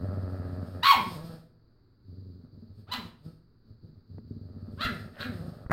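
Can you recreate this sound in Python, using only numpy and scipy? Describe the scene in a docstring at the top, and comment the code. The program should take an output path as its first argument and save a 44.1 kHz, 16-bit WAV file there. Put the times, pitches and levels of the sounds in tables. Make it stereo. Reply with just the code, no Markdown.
"""Growling dog with four barks

A dog on its bed in a carpeted room growls low at a puppy: fold pulses and slow tissue flaps drive chest and mouth.
Four sharp, high barks, pulse trains through a moving mouth, leap up in pitch, crack and sink; growls mutter between.
Nasal air is shaped noise; bumps on the hand-held camera are dull pushes with a case rattle.
The room answers briefly over murmur, hum and hiss; the right microphone faces away and hears little treble."""
import sys
import numpy as np
from scipy import signal
from scipy.fft import rfft, irfft, next_fast_len
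from scipy.io import wavfile
from scipy.ndimage import uniform_filter1d, map_coordinates

SR = 44100
rng = np.random.default_rng(int(sys.argv[2]) if len(sys.argv) > 2 else 0)


def store_pcm(level_fs):
    """Save levels as 16-bit WAV."""
    pcm = np.round(np.clip(level_fs, -1, 1) * 32767).astype(np.int16)
    wavfile.write(sys.argv[1], SR, np.atleast_2d(pcm).T)


N = 252428

# growls: (start [s], length [s], relative level [dB], relaxed starting pitch [Hz],
# rattle, share of slow separate flaps [0-1], parted lips, relative mouth against chest [dB])
GROWLS = [ (-.06, .73, -31, 96.6, 0.1, -11), (.71, .09, -35.5, 88.79, .18, -6.5),
          (.94, 0.14, -38, 172.7, .3, -19), (1.08, 0.26, -39, 167, 0.17, -8),
          (2.06, .3, -42, 94.5, .05, -29.5), (2.368, .08, -48, 83.37, .25, -17.5),
          (2.5, 0.23, -48, 98.22, .45, -22), (2.76, 0.054, -45.5, 102.5, .35, -21),
          (2.862, .05, -46, 91.3, .45, -5.5), (2.92, .14, -42.5, 166.2, .15, -13),
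          (3.224, .065, -41.5, 158, .2, -17.5), (3.65, .06, -49, 112.6, .45, -23),
          (3.811, .075, -46.5, 161.8, .4, -24), (3.931, .045, -51.5, 95.13, 0.3, -19),
          (4.086, .095, -41.5, 102.7, .4, -27), (4.248, 0.13, -39.5, 97.1, .75, -27),
          (4.385, 0.19, -42.5, 97.05, .65, -18.5), (4.555, .27, -40.5, 97.43, .55, -17),
          (4.834, .11, -35, 163.1, .25, -12), (4.94, 0.14, -42, 93.84, .48, -9),
          (5.15, .08, -45, 112.9, .6, 3.5), (5.22, .27, -36.5, 171.6, .25, -10.5),
          (5.503, .13, -47, 103.7, .85, -2.5)]
# chest body: (frequency [Hz], relative gain [dB])
CHEST_SPECTRUM = [(30, -29), (60, -6), (95, 6), (130, -3.5), (160, 0.5), (190, -10.5), (222, -1),
                  (310, -15.5), (430, -17.5), (1000, -76.5)]
# mouth body in growls: (frequency [Hz], relative gain [dB])
MOUTH_SPECTRUM = [(200, -33.5), (420, -9.5), (590, 2), (800, -11), (1030, -17.5), (1290, -7), (1480, -15.5),
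                  (1640, -13), (2900, -40), (6000, -64.5)]
# barks: (outburst [s], lead-in [s], attack [s], climb [s], hold [s], top pitch [Hz],
# time scale of the last octave's climb [s], relative level [dB], swell [dB/s], base roughness [0-1],
# crack length [s], pressed ring [dB])
BARKS = [ (.834, .002, .008, .018, .077, 1100, .05, -19.5, 105, .18, .052, 10),
         (2.921, 0.038, .013, .002, .013, 1010, .06, -28.5, 22, .24, .036, 5),
         (4.812, .01, 0.027, .025, .036, 696.6, .09, -28, 128, .22, .012, 11),
         (5.21, .035, .045, .008, .03, 558.5, .15, -33.5, -32, 0.8, .01, 10.5)]
# mouth in each bark: (first resonance at start [Hz], at end [Hz], its height [dB],
# second resonance [Hz], its height [dB], treble [dB])
JAWS = [(1398, 440, 17, 2400, 9, 2.5), (1190, 1007, 11, 2400, -0.5, -6), (1310, 2000, 16.5, 3000, 1, -11.5),
        (1640, 1450, 19.5, 1400, -0.5, -5.5)]
# throat in barks: (frequency [Hz], relative gain [dB])
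THROAT_SPECTRUM = [(200, 2.5), (700, -19), (1700, -15), (3000, -12), (4150, -13.5), (5600, -30),
                   (10000, -36.5), (13500, -27), (16000, -29)]
# snorts through nose and teeth: (peak [s], relative level [dB], half-length to 1/e [s])
SNORTS = [(0.694, -65.5, 0.058), (1.057, -50, 0.12), (1.287, -61.5, 0.098), (2.788, -76.5, 0.044),
          (3.051, -64.5, 0.041), (3.27, -74, 0.079), (4.919, -63.5, 0.145), (5.334, -63, 0.16)]
# nasal passages: (frequency [Hz], relative gain [dB])
NOSE_SPECTRUM = [(1500, -5.5), (3000, -3.5), (4200, 2), (5100, 3.5), (5900, -14), (6600, -9.5), (7500, -14),
                 (8600, -4), (10500, -13), (13200, -7.5), (16000, -16.5)]
# bumps on the camera: (time [s], relative push [dB], brightness [Hz], initial case rattle [dB])
BUMPS = [(4.183, -28.5, 690, -60.5), (4.706, -38, 199.5, -73), (4.85, -20, 206, -53),
         (5.662, -24, 207, -47), (5.698, -19.5, 499, -37.5), (5.709, -12.5, 392, -27),
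         (5.715, -17.5, 309.7, -15.5)]
# rattling case: (frequency [Hz], relative gain [dB])
CASE_SPECTRUM = [(200, -3.5), (900, -2.5), (1300, -4), (1750, -0.5), (2700, -28.5), (9000, -38.5),
                 (16000, -43.5)]
# room decay: (frequency [Hz], t60 [s])
ROOM_T60 = [(100, 0.9), (1200, .43), (14000, 0.33)]
# room balance: (frequency [Hz], relative room against direct [dB])
ROOM_GAIN = [(90, -13.5), (250, -4.5), (1100, -1.5), (14000, -1)]
# house murmur: (frequency [Hz], relative spectral density [dB])
HOUSE_SPECTRUM = [(25, 1.5), (115, -4), (400, -12), (650, -29), (1400, -25.5), (2400, -42), (6000, -72.5)]
# microphone hiss: (frequency [Hz], relative gain [dB])
HISS_SPECTRUM = [(2500, -21.5), (3400, -16.5), (4100, -1), (4700, 4.5), (5600, -23), (10000, -31),
                 (15500, -17)]
# microphone shadow: (frequency [Hz], left minus right [dB])
SHADE = [(100, 1.5), (220, 3), (700, 5), (1300, 5.5), (3000, 8.5), (4400, 21), (9500, 14.5), (12000, 3.5)]

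# growl envelope and pitch sag as the air runs out
GROWL_ATTACK_S, GROWL_ATTACK_DB = 0.034, 15
GROWL_TIRE_DB_PER_S, GROWL_RELEASE_DB_PER_S = 4.5, 270
GROWL_SAG_OCTAVES_PER_S, GROWL_REST_DB = 0.14, -70
# a bark leaves the folds tight: growl pitch is raised, then settles
SETTLE_OCTAVES, SETTLE_AFTER_S, SETTLE_S = .62, .045, .035
# bark: soft lead-in, then after the hold falling pitch, a drop in level and a fade
LEAD_DB, BARK_LAG_S, BARK_DROP_S, BARK_DROP_DB = -19.5, 0.0061, 0.023, 9.5
BARK_FADE_DB_PER_S, BARK_TAIL_S, BARK_FALL_OCTAVES_PER_S = 213, 0.15, 16
# roughness added by the crack, and by fraying as the voice falls
CRACK_AFTER_S, CRACK_ROUGH, FRAY_PER_S = 0.0017, .55, 14
CLOSING_DB_PER_OCTAVE = 7  # treble lost as the mouth closes
HUM_HZ, HUM_DB = 116, -67
TOP_HZ = 15820


def amp(db):
    """Linear amplitude of a level in dB."""
    return 10 ** (np.asarray(db) / 20)


def unit(x):
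    """x at rms 1."""
    return x / np.sqrt(np.mean(x ** 2) + 1e-20)


def even(x, span_s):
    """x with its running rms over span_s held near 1."""
    power = np.abs(uniform_filter1d(x * x, max(int(span_s * SR), 2)))
    return x / np.sqrt(power + 1e-4 * np.mean(x * x))


def along(points, hz):
    """(frequency [Hz], value) points interpolated on a log axis."""
    f, v = np.transpose(points)
    return np.interp(np.log(hz + 1), np.log(f + 1), v)


def hump(hz, centre_hz, octaves):
    """A bell of height 1 on a log-frequency axis."""
    return np.exp(-(np.log2((hz + 1) / np.maximum(centre_hz, 50)) / octaves) ** 2)


def wobble(rate_hz, n):
    """A smooth random curve of n samples, rate_hz knots a second."""
    return map_coordinates(rng.standard_normal(8192), [np.arange(n) * rate_hz / SR], mode="wrap")


def filtered(x, response):
    """x times a response of frequency."""
    n = x.shape[-1]
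    m = next_fast_len(n + 8192)
    return irfft(rfft(x, m) * response(np.fft.rfftfreq(m, 1 / SR)), m)[..., :n]


def ring(x, spectrum, size=8192):
    """x through a causal, minimum-phase body of the given spectrum."""
    log_gain = np.log(amp(along(spectrum, np.fft.rfftfreq(size, 1 / SR))))
    cepstrum = irfft(log_gain)
    cepstrum[1:size // 2] *= 2
    cepstrum[size // 2 + 1:] = 0
    impulse = irfft(np.exp(rfft(cepstrum)))
    return signal.fftconvolve(x, impulse)[:len(x)]


def pulses(cycles):
    """One pulse, shared between two samples, at each whole cycle."""
    i = np.flatnonzero(np.diff(np.floor(cycles)) > 0)
    late = (np.floor(cycles[i + 1]) - cycles[i]) / (cycles[i + 1] - cycles[i])
    return np.bincount(np.r_[i, i + 1], np.r_[1 - late, late], len(cycles))


def blend(a, b, share):
    """Equal-power mix with the given share of b."""
    share = np.clip(share, 0, 1)
    return np.sqrt(1 - share) * a + np.sqrt(share) * b


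def growl(effort_db, pitch_hz, rattle, lips_db, flap_hz=21, throb_db=3, mouth_throb_db=-3.0):
    """Vocal folds pulse while loose tissue flaps slowly, thumping the chest and chopping the mouth's rasp."""
    chest_air, mouth_air, scatter_db, jitter = .07, .36, 1.8, .034
    # a slack, rattling throat holds its pitch less well
    folds = np.cumsum(pitch_hz * (1 + jitter * (1 + 3 * rattle) * wobble(60, N))) / SR
    flaps = np.cumsum(flap_hz * (1 + 0.2 * wobble(14, N))) / SR
    swing = np.cos(2 * np.pi * flaps)
    throb = amp(throb_db * swing + scatter_db * wobble(80, N))
    voiced = unit(pulses(folds) * throb)
    slaps = unit(pulses(flaps) * amp(1.95 * wobble(25, N)))
    # a puff of air at each opening of the folds
    puffs = unit(rng.standard_normal(N) * np.exp(-4 * (folds % 1)) * throb)
    chest_drive = blend(blend(voiced, slaps, rattle), puffs, chest_air)
    chest = even(ring(chest_drive, CHEST_SPECTRUM), span_s=.1)
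    mouth_drive = blend(voiced, puffs, mouth_air) * amp(mouth_throb_db * swing)
    mouth = even(ring(mouth_drive, MOUTH_SPECTRUM), span_s=0.23)
    return amp(effort_db - 1.0) * (chest + amp(lips_db - 3.5) * mouth)


def throat():
    """Effort (dB), pitch (Hz), rattle and lips (dB) through time, weighted by the power of each growl."""
    start, length, db, hz, rattle, lips_db = np.transpose(GROWLS)[:, :, None]
    t = np.arange(N) / SR - start
    held = np.clip(t, 0, length)
    rising_db = GROWL_ATTACK_DB * np.minimum(t / GROWL_ATTACK_S - 1, 0)
    dying_db = GROWL_TIRE_DB_PER_S * held + GROWL_RELEASE_DB_PER_S * np.maximum(t - length, 0)
    power = amp(db + rising_db - dying_db) ** 2 + 1e-20
    total = power.sum(0)
    share = power / total
    effort_db = 10 * np.log10(total + amp(GROWL_REST_DB) ** 2)
    sagging_hz = hz * 2 ** (-GROWL_SAG_OCTAVES_PER_S * held)
    pitch_hz = (share * sagging_hz).sum(0) * 2 ** tightness()
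    return effort_db, pitch_hz, (share * rattle).sum(0), (share * lips_db).sum(0)


def tightness():
    """Octaves by which folds left tight by the barks raise the growl."""
    t = np.arange(N) / SR
    total = 0
    for s, _, _, _, hold, *_ in BARKS:
        settling_s = np.maximum(t - s - hold - SETTLE_AFTER_S, 0)
        total = total + (t > s) * np.exp(-settling_s / SETTLE_S)
    return SETTLE_OCTAVES * total


def bark(row, jaw, flutter_db=5, doubling=.4, throb_hz=53, throb_db=2, dulling=0.44):
    """Tight folds give a clean squeal; with roughness their cycles scatter, alternate and fill with air."""
    jitter, breath = .06, .95
    burst, lead, attack, _, hold, *_, pressed_db = row
    start = int((burst - lead - attack) * SR)
    t = np.arange(start, min(int((burst + hold + BARK_TAIL_S) * SR), N)) / SR - burst
    n = len(t)
    pitch_hz, level_db, rough = yelp(t, *row[1:-1])
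    rough = np.clip(rough, 0, 1)
    first_hz, last_hz, first_db, second_hz, second_db, treble_db = jaw

    def mouth(x):
        """The first resonance slides with the jaw; little sounds below the pitch."""
        hz, s, z = signal.stft(x, SR, nperseg=512, noverlap=448)
        hz = hz[:, None]
        since_burst = s + t[0]
        sliding_hz = np.interp(s, [0, n / SR], [first_hz, last_hz])
        shape_db = along(THROAT_SPECTRUM, hz) + first_db * hump(hz, sliding_hz, octaves=0.43)
        shape_db = shape_db + second_db * hump(hz, second_hz, octaves=1 / 8)
        shape_db = shape_db + treble_db * hump(hz, 20000, octaves=.5)
        # at the top of the leap the pressed throat's upper resonance rings out
        pressed = np.exp(-((since_burst - .3 * hold) / (0.0098 + 0.2 * hold)) ** 2)
        shape_db = shape_db + pressed_db * pressed * hump(hz, 4000, octaves=1 / 5)
        # a softer voice is duller
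        ease_db = np.interp(s, t - t[0], level_db - level_db.max())
        shape_db = shape_db + dulling * ease_db * np.log2(1 + hz / 2000)
        fallen = np.clip(BARK_FALL_OCTAVES_PER_S * (since_burst - hold + .012), 0, 1)
        treble_octaves = np.clip(np.log2((hz + 1) / 2400), 0, 1)
        shape_db = shape_db - CLOSING_DB_PER_OCTAVE * fallen * treble_octaves
        below = 1 + (.75 * np.interp(s, t - t[0], pitch_hz) / (hz + 1)) ** 8
        shaped = signal.istft(z * amp(shape_db) / below, SR, nperseg=512, noverlap=448)[1]
        return even(shaped[:n], span_s=.012)

    drift = jitter * rough * wobble(600, n) + .006 * wobble(120, n)
    cycles = np.cumsum(pitch_hz * (1 + drift)) / SR
    alternation = 1 + doubling * rough * np.cos(np.pi * cycles)
    sizes = amp(flutter_db * rough * wobble(350, n)) * alternation
    tone = mouth((pulses(cycles) - pitch_hz / SR) * sizes)
    air = mouth(rng.standard_normal(n) * np.exp(-2.5 * (cycles % 1)) * sizes)
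    throb = throb_db * np.cos(2 * np.pi * throb_hz * t)
    voice = amp(level_db + throb) * blend(tone, air, breath * rough ** 1.5)
    return np.pad(voice, (start, N - start - n))


def yelp(t, lead, attack, climb, hold, top_hz, octave_s, db, swell, rough, crack_s):
    """Pitch (Hz), level (dB) and roughness of one bark, t seconds after its outburst."""
    falling = np.maximum(t - hold, 0)
    climb_octaves = (np.maximum(climb - t, 0) / octave_s) ** 1.5
    pitch_hz = top_hz * 2 ** (-climb_octaves - BARK_FALL_OCTAVES_PER_S * falling)
    fade_in_db = 10 * np.log10(np.clip((t + attack + lead) / lead, 1e-3, 1))
    opening_db = LEAD_DB * np.clip(-t / attack, 0, 1) + fade_in_db
    spent = np.maximum(falling - BARK_LAG_S, 0)
    closing_db = BARK_DROP_DB * np.minimum(spent / BARK_DROP_S, 1) + BARK_FADE_DB_PER_S * spent
    level_db = db + swell * np.clip(t, 0, hold) + opening_db - closing_db
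    crack = CRACK_ROUGH * np.sin(np.pi * np.clip((t - CRACK_AFTER_S) / crack_s, 0, 1))
    return pitch_hz, level_db, rough + crack + FRAY_PER_S * spent


def snort(rasp_db):
    """Air forced out, in snorts and with the snarl, whistles faintly in the narrow nasal passages."""
    t = np.arange(N) / SR
    flow = sum(amp(db) * np.exp(-((t - s) / length) ** 2) for s, db, length in SNORTS)
    snarl = amp(rasp_db - 25.5)
    hiss = unit(ring(rng.standard_normal(N), NOSE_SPECTRUM))
    return (flow + snarl) * amp(2 * wobble(40, N)) * hiss


def bumps(t60_s=.035):
    """Each bump is one dull push and a brief rattle of the case."""
    out, t = np.zeros(N + SR), np.arange(SR // 10) / SR
    for s, db, hz, rattle_db in BUMPS:
        u = np.pi * hz * t
        push = 2 * amp(db) * u * u * (1 - u / 3) * np.exp(-u)
        noise = unit(ring(rng.standard_normal(len(t)), CASE_SPECTRUM))
        rattle = noise * amp(rattle_db - 60 * t / t60_s)
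        out[int(s * SR):][:len(t)] += push + rattle
    return out[:N]


def room(x):
    """Direct sound, first at the left microphone, and a short decaying-noise tail that differs per side."""
    hz, t, z = signal.stft(rng.standard_normal((2, SR // 2)), SR, nperseg=256)
    t60_s = np.maximum(along(ROOM_T60, hz), .05)[:, None]
    energy_norm = np.sqrt(2 * np.log(1000) / (t60_s * SR))
    tail = signal.istft(z * amp(-60 * t / t60_s) * energy_norm, SR, nperseg=256)[1]
    delayed_tail = np.pad(tail, ((0, 0), (SR // 300, 0)))
    echo = signal.fftconvolve(x[None], delayed_tail, axes=1)[:, :N]
    # 0.23 ms between the sides
    direct = filtered(x, lambda hz: np.exp(np.outer([1, -1], 1j * np.pi * hz * 0.00023)))
    return direct + filtered(echo, lambda hz: amp(along(ROOM_GAIN, hz)))


def background(effort_db, swell=.3):
    """House murmur and hum, and a narrow hiss that rises by swell dB per dB of growl effort."""
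    shared = rng.standard_normal(N)
    noise = blend(shared, rng.standard_normal((2, N)), 0.37)
    house = filtered(noise, lambda hz: amp(along(HOUSE_SPECTRUM, hz)))
    hiss = filtered(rng.standard_normal((2, N)), lambda hz: amp(along(HISS_SPECTRUM, hz)))
    hum = unit(np.sin(2 * np.pi * HUM_HZ * np.arange(N) / SR + .8 * wobble(8, N)))
    return amp(-62) * unit(house) + amp(HUM_DB) * hum + amp(-58.0 + swell * effort_db) * unit(hiss)


def scene():
    """Growls, barks and snorts sound in the room; the bumps reach the microphones through the case."""
    effort_db, pitch_hz, rattle, lips_db = throat()
    barks = sum(bark(row, jaw) for row, jaw in zip(BARKS, JAWS))
    voice = growl(effort_db, pitch_hz, rattle, lips_db) + amp(-1.5) * barks + snort(effort_db + lips_db)
    return room(voice) + bumps() + background(effort_db)


def record(dry):
    """The right microphone lies in shadow, at constant summed power; nothing passes above TOP_HZ."""
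    def sides(hz):
        right = amp(-along(SHADE, hz))
        return np.array([np.ones_like(right), right]) * np.sqrt(2 / (1 + right ** 2))
    return filtered(dry, lambda hz: sides(hz) * (hz < TOP_HZ))


dry = scene()
out = record(dry)
store_pcm(out)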